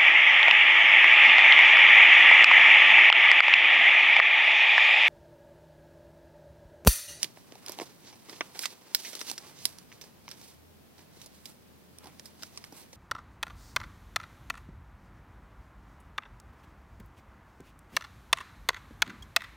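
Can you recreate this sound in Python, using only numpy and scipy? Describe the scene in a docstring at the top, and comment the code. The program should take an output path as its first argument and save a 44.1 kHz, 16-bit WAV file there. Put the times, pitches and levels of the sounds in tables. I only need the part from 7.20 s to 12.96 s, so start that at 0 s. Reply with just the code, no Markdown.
"""A small sheet of stiff paper is folded and creased on a table, close to a phone with two microphones.
Each crease buckles in a burst of impulses that excites damped modes of the table, flaps and fibres.
Between the bursts, stick-slip friction of skin on paper drives the same modes, damped by the fingers.
Under it lie quiet room tone, microphone hiss and a faint wavering hum."""
import sys
import numpy as np
from scipy import signal
from scipy.fft import rfft, irfft
from scipy.io import wavfile
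from scipy.ndimage import uniform_filter1d

SR = 44100
rng = np.random.default_rng(int(sys.argv[2]) if len(sys.argv) > 2 else 0)


def persist_wave(psi):
    """Save psi, clipped to +-1, as 16-bit WAV."""
    counts = np.round(np.clip(psi, -1, 1) * 32767).astype(np.int16)
    wavfile.write(sys.argv[1], SR, np.atleast_2d(counts).T)


N = 254016

# Spectral density of room tone and microphone hiss: f/Hz, relative level/dB
ROOM_SPECTRUM = [(20, -37), (32, -15), (60, -18), (110, -5), (180, -2.5), (330, -8.5), (620, -13),
                 (1200, -19.5), (2500, -23), (5000, -25.5), (7500, -30), (12000, -27.5), (16000, -27.5)]
# Swells and dips of the room's bass: t/s, gain/dB
BASS_SWELL = [(0, 1), (.5, 2.5), (1.2, -1), (1.9, -6.5), (2.4, 2.5), (3.5, -1), (4.2, 1), (5.76, 1.5)]
# Hands resting on the sheet: t/s, rustle level/dB, flutter level/dB
RESTING_TOUCH = [(0, -72, -79), (1.5, -69, -68), (2.3, -67.5, -65), (3.1, -81, -74), (3.5, -88, -94),
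                 (4.6, -88, -81), (5.0, -70, -66), (5.76, -105, -83)]
# Strokes of skin over paper: t/s, hold/s, rustle level/dB, flap flutter level/dB, fine hiss level/dB
SKIN_STROKES = [(0.021, 0.014, -49.5, -54.5, -55.5), (0.183, .01, -66, -64, -69),
                (0.313, .02, -66.5, -60, -69), (.478, 0.055, -55.5, -55, -61),
                (.61, 0.016, -54.5, -57.5, -57), (0.654, 0.044, -61, -61.5, -69),
                (0.866, 0.03, -57.5, -60, -71), (1.105, 0.015, -56, -56, -61), (1.16, .02, -59.5, -78, -65),
                (1.236, 0.016, -59, -55.5, -62), (1.39, 0.016, -51, -56, -57),
                (1.421, 0.014, -47, -67, -46.5), (1.486, 0.035, -57.5, -59.5, -65),
                (1.67, 0.043, -64.5, -59.5, -71), (1.769, 0.064, -51, -63, -54),
                (1.856, 0.042, -46.5, -56.5, -50), (1.93, 0.083, -53.5, -57, -57.5),
                (2.076, 0.029, -46, -55.5, -49.5), (2.22, 0.08, -60.5, -59.5, -65),
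                (2.388, 0.026, -55, -71, -63), (2.463, 0.019, -52, -58.5, -53.5),
                (2.6, 0.0085, -67.5, -67, -70), (2.73, 0.014, -65, -67, -71), (2.835, 0.012, -62, -66, -66),
                (3.096, 0.032, -60.5, -62, -65), (3.185, 0.12, -61.5, -66, -63),
                (3.792, 0.023, -68, -64.5, -71), (3.952, .05, -65.5, -66, -69),
                (4.03, 0.015, -60.5, -66, -64), (4.15, 0.016, -64.5, -73, -66.5),
                (4.274, 0.019, -62.5, -64.5, -59.5), (4.845, .03, -71, -59, -72),
                (5.058, 0.021, -64.5, -69, -65), (5.227, 0.027, -58.5, -66, -61.5),
                (5.359, 0.023, -59, -62.5, -64), (5.45, .02, -67, -65, -69),
                (5.567, 0.041, -59.5, -58.5, -58), (5.747, .02, -65, -69, -67)]
# Modes of the four ringing parts: f/Hz, bandwidth/Hz, relative level/dB
TABLE_MODES = [(323, 182, 8.5), (645, 340, 9.5), (758, 293, 10.5), (1060, 360, 3)]
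FLAP_MODES = [(1115, 790, -5.5), (1520, 480, 1), (2290, 910, 0.5)]
CREASE_MODES = [(2570, 900, -7), (3690, 1270, 3.5), (5085, 616, 10), (5826, 467, 11.5), (6700, 2440, 0.5)]
FIBRE_MODES = [(7200, 300, -8), (8700, 1410, 0.5), (9910, 1240, 5), (12940, 4370, 2.5), (14060, 3350, -1.5)]
# Factors on the left-right level difference: table, flap, crease, fibre
PAN_FACTORS = [.4, .6, 1.1, 1.3]
# Buckles: t/s, snap level/dB, colour/octaves above 1 kHz, table thud level/dB, T60/ms, leftward pan/dB
BUCKLE_EVENTS = [(0.03, -22, 2.5, -47.5, 11.6, -4.5), (0.044, -32.5, 1.73, -46.5, 21, -8),
                 (0.1722, -54.5, 0.9, -48.0, 8.6, -6.0), (0.322, -49, 1.74, -47, 12, -4.0),
                 (0.3536, -53, 1.9, -49, 36.0, -3), (0.462, -40, 2.3, -64.0, 22, -2.5),
                 (0.483, -38.5, 2.07, -53.0, 28, -2), (0.4949, -41, 3, -39.5, 16, -9.5),
                 (0.52, -43, 2.7, -53, 15, -6.5), (0.5877, -40.5, 1.7, -36.5, 14, -5),
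                 (0.5994, -37.5, 1.3, -35.5, 3.8, -4), (0.6096, -43, 1.7, -39.5, 31, -5),
                 (0.6168, -43.5, 1.1, -32.5, 15, -8), (0.6263, -57, 2.4, -44, 23, -7),
                 (0.9271, -52.5, 1.46, -54.5, 89, -4), (1.0864, -56, 1.3, -48.5, 72, 8),
                 (1.0959, -41.5, 1.62, -49.5, 26.0, -5.5), (1.1285, -51, 1.0, -47.5, 51, -10),
                 (1.208, -24.5, 0.71, -29.5, 23.5, -4.5), (1.349, -49, 1.36, -55.5, 130, -4),
                 (1.3914, -32, 2.05, -48, 26, -7), (1.435, -35.5, 1.4, -84, 94, -4),
                 (1.456, -26.5, 1.66, -78, 21, -6), (1.748, -18.5, 2.25, -80.0, 16.4, -4.5),
                 (1.8489, -41, 1.34, -78, 120, -6), (1.931, -45.5, 1.7, -50.5, 56, -11),
                 (1.9522, -37.5, 2.25, -48, 20, 7.5), (1.9718, -50, 0.81, -53, 13, -6),
                 (1.992, -44, 2.3, -75, 46, -9), (2.0071, -48, 2.1, -65, 77, -16.5),
                 (2.0135, -35, 1.53, -43, 18, 9.5), (2.0991, -35, 2.14, -48.5, 24, -5),
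                 (2.1143, -37.5, 2.5, -42, 11, -12), (2.1792, -36, 2.1, -53, 30, 0.5),
                 (2.454, -22, 2.28, -45, 14.5, -7.5), (2.5855, -47, 2.45, -64, 13, -6),
                 (2.7177, -51, 0.76, -79.0, 16.0, -7.0), (2.7257, -48.5, 1.25, -83, 10, -3.0),
                 (2.813, -46, 2.06, -58, 73, -7), (2.839, -51.5, 1.7, -55, 31, -9),
                 (3.08, -41, 1.1, -63, 13, -1), (3.0891, -48.5, 1.94, -59, 17, -10),
                 (3.1038, -53, 2, -71, 18, -4), (3.1132, -42, 2.1, -69, 20, -7),
                 (3.119, -47, 2.0, -66, 7.3, 1), (3.2137, -49.5, 1.8, -55, 17, -1),
                 (3.781, -60, 1.9, -68, 15.0, -10), (3.7918, -57, 1.7, -59, 29.0, -3.0),
                 (3.97, -61, 3.1, -54.5, 16, 0.0), (4.016, -48.5, 2.3, -62, 22, -8),
                 (4.0606, -48, 2.76, -62, 42, -4), (4.2562, -42.5, 2.08, -58, 31.0, -8),
                 (4.7856, -47.5, 2.9, -70.0, 8.1, -6), (4.842, -55, 2.4, -52.0, 32, -7.0),
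                 (4.857, -53, 2.0, -47.5, 39, -5), (4.8708, -52.5, 2.35, -48, 27, -6),
                 (4.996, -43.5, 2, -54, 16, -4), (5.0568, -46.5, 2.23, -77.0, 53, -7),
                 (5.2233, -44, 1.9, -53, 57, 6), (5.2326, -37.5, 1.68, -63, 15, -8),
                 (5.3741, -37.5, 1.93, -56, 26, -3.5), (5.4406, -41, 1.6, -72, 17, -2.5),
                 (5.4479, -53.5, 2.4, -72, 17.0, -10), (5.524, -53, 2.3, -47, 33, -3),
                 (5.73, -49, 2.1, -52, 29.0, -4)]
# Envelope of the hum: t/s, level/dB
HUM_ENVELOPE = [(0, -85), (2.2, -85), (2.5, -70), (3.2, -72), (3.4, -66), (3.7, -67), (3.9, -73),
                (4.6, -72), (5.1, -68), (5.76, -73)]

LAG_S, LAG_SPREAD_S = 5.5e-5, 2e-5  # the left port, behind the phone, hears later; varies by crease
BURST_SAMPLES = 4096


def undb(db):
    """Amplitude ratio of a level in decibels."""
    return 10 ** (np.asarray(db) / 20)


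def unit_rms(x):
    """Normalisation: the average of the two channels gets rms 1."""
    return x / np.sqrt(np.mean(np.mean(x, axis=0) ** 2))


def room(level_db=-59.5, bass_hz=220):
    """Incoherent noise: room tone and microphone hiss are uncorrelated at the two ports."""
    hz = np.maximum(np.fft.rfftfreq(N, 1 / SR), 1)
    knot_hz, knot_db = np.transpose(ROOM_SPECTRUM)
    density_db = np.interp(np.log(hz), np.log(knot_hz), knot_db)
    spectrum = rfft(rng.standard_normal((2, N))) * undb(density_db)
    bass = irfft(spectrum / (1 + (hz / bass_hz) ** 4), N)
    swell = undb(np.interp(np.arange(N) / SR, *np.transpose(BASS_SWELL)))
    return unit_rms(irfft(spectrum, N) + (swell - 1) * bass) * undb(level_db)


def stroke_levels():
    """Power addition: strokes swell, hold and die over the resting touch; rustle, flutter, hiss in dB."""
    rise_db_per_s, fall_db_per_s = [275, 171, 260], [232, 155, 238]
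    t = np.arange(N) / SR
    times, rustle_db, flutter_db = np.transpose(RESTING_TOUCH)
    hiss_db = rustle_db - 1
    power = [undb(2 * np.interp(t, times, db)) for db in (rustle_db, flutter_db, hiss_db)]
    for onset, hold_s, *peak_db in SKIN_STROKES:
        span = slice(max(int((onset - .3) * SR), 0), int((onset + hold_s + .4) * SR))
        early, late = np.maximum(onset - t[span], 0), np.maximum(t[span] - onset - hold_s, 0)
        for k in range(3):
            power[k][span] += undb(2 * (peak_db[k] - rise_db_per_s[k] * early - fall_db_per_s[k] * late))
    return 10 * np.log10(power)


def flicker(rate_hz):
    """Low-pass random modulation: held random values, smoothed twice, with a spread near 1."""
    hold = int(SR / rate_hz)
    steps = np.repeat(rng.standard_normal(N // hold + 1), hold)
    return 1.57 * uniform_filter1d(uniform_filter1d(steps, hold), hold)[:N]


def port_spectra(slips, hz, incoherence, lag_s, treble_hz=1500):
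    """Partial coherence: the ports share one path, longer to the left, and each has its own treble."""
    delay = np.array([np.exp(-2j * np.pi * hz * lag_s), np.ones(len(hz))])
    return rfft(slips[0]) * delay + incoherence * hz / (hz + treble_hz) * rfft(slips[1:])


def modal_response(hz, modes, offsets_db):
    """Superposed damped modes of alternate sign; far below and above them the sheet radiates little."""
    hz = np.maximum(hz, 1)
    low, high = 1j * hz / (.65 * modes[0][0]), 1j * hz / (1.3 * modes[-1][0])
    band = low ** 2 / (1 + np.sqrt(2) * low + low ** 2) / (1 + np.sqrt(2) * high + high ** 2)
    return band * sum((-1) ** k * undb(db + offset) / (1 + 1j * (hz / f - f / hz) * f / width)
                      for k, ((f, width, db), offset) in enumerate(zip(modes, offsets_db)))


def pan(part, span, pan_db):
    """Level difference: each channel is set to rms 1 over span samples, then left pan_db over right."""
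    rms = np.sqrt(np.mean(part[:, :span] ** 2, axis=1, keepdims=True))
    return part / rms * undb([[pan_db / 2], [-pan_db / 2]])


def rubbing(pan_db=-4, grain_db=3.0, finger_damping=2.14):
    """Stick-slip friction: dense tiny slips, a few larger, excite the paper under flickering pressure."""
    hz = np.fft.rfftfreq(N, 1 / SR)
    pressure_db = 1.33 * flicker(110)
    grains = undb(grain_db * np.minimum(rng.exponential(size=N), 7))
    rustle = FLAP_MODES[-1:] + CREASE_MODES, PAN_FACTORS[2]
    flutter = TABLE_MODES + FLAP_MODES, PAN_FACTORS[0]
    hiss = FIBRE_MODES, PAN_FACTORS[3]
    out = 0
    for (modes, pan_factor), level_db in zip((rustle, flutter, hiss), stroke_levels()):
        slips = rng.standard_normal((3, N)) * grains
        drive = port_spectra(slips, hz, incoherence=1.0, lag_s=LAG_S)
        damped = [(f, width * finger_damping, db) for f, width, db in modes]
        part = irfft(drive * modal_response(hz, damped, np.zeros(len(modes))), N)
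        envelope = undb(level_db + pressure_db + 0.64 * flicker(90))
        out = out + unit_rms(pan(part, N, pan_db * pan_factor)) * envelope
    return out


def buckle(parts_db, t60_ms, pan_db, spikiness=2.7, first_slip=12.9, tail_db=-33, tail_t60_ms=80):
    """Buckling: a crease gives way in a spiky burst with a short room tail, and rings all four parts."""
    ms, hz = 1000 * np.arange(BURST_SAMPLES) / SR, np.fft.rfftfreq(BURST_SAMPLES, 1 / SR)
    noise = rng.standard_normal((3, BURST_SAMPLES))
    slips = np.sign(noise) * np.abs(noise) ** spikiness * undb(-60 * ms / t60_ms)
    slips[0, :3] += first_slip * np.array([.3, 1, .3])  # the first give is the hardest
    tail = rng.standard_normal((2, BURST_SAMPLES)) * undb(tail_db - 60 * ms / tail_t60_ms) * first_slip
    lag_s = LAG_S + LAG_SPREAD_S * rng.standard_normal()
    drive = port_spectra(slips, hz, incoherence=0.72, lag_s=lag_s) + rfft(tail)
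    scatter_db = 3.0 * rng.standard_normal((4, 5))  # every burst has its own mix of modes
    bodies = [np.array(modes) for modes in (TABLE_MODES, FLAP_MODES, CREASE_MODES, FIBRE_MODES)]
    log_centres = [np.log(modes[:, 0]).mean() for modes in bodies]
    out = 0
    for modes, level_db, scatter, pan_factor in zip(bodies, parts_db, scatter_db, PAN_FACTORS):
        # modes next to a strongly rung neighbour are rung harder too
        tilt_db = 0.16 * np.interp(np.log(modes[:, 0]), log_centres, parts_db)
        part = irfft(drive * modal_response(hz, modes, tilt_db + scatter[:len(modes)]), BURST_SAMPLES)
        out = out + undb(level_db) * pan(part, span=200, pan_db=pan_db * pan_factor)
    return out


def creases(loss_db_per_octave2=5.5):
    """Selective excitation: each buckle rings most the parts of the sheet nearest its colour."""
    part_octaves = np.array([0.73, 2.24, 3.18])  # flap, crease, fibre, above 1 kHz
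    out = np.zeros((2, N + BURST_SAMPLES))
    for onset, snap_db, colour, thud_db, t60_ms, pan_db in BUCKLE_EVENTS:
        start = int(onset * SR)
        sheet_db = snap_db - loss_db_per_octave2 * (part_octaves - colour) ** 2
        out[:, start:start + BURST_SAMPLES] += buckle([thud_db, *sheet_db], t60_ms, pan_db)
    return out[:, :N]


def hum(pitch_hz=78.8, waver_hz=3, waver_db=2.5):
    """Random frequency and amplitude modulation: a low tone wavers, and comes up about half way."""
    phase = 2 * np.pi * np.cumsum(pitch_hz + waver_hz * flicker(9)) / SR
    level_db = np.interp(np.arange(N) / SR, *np.transpose(HUM_ENVELOPE)) + waver_db * flicker(12)
    return np.sqrt(2) * np.sin(phase) * undb(level_db)


def scene():
    """Linear superposition of the paper's sounds and the background."""
    return creases() + rubbing() + room() + hum()


def record(dry, cutoff_hz=15850):
    """Band limiting: the phone's steep low-pass cuts the top of the treble."""
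    return signal.sosfilt(signal.ellip(10, .2, 75, cutoff_hz, fs=SR, output="sos"), dry)


dry = scene()
out = record(dry)
persist_wave(out)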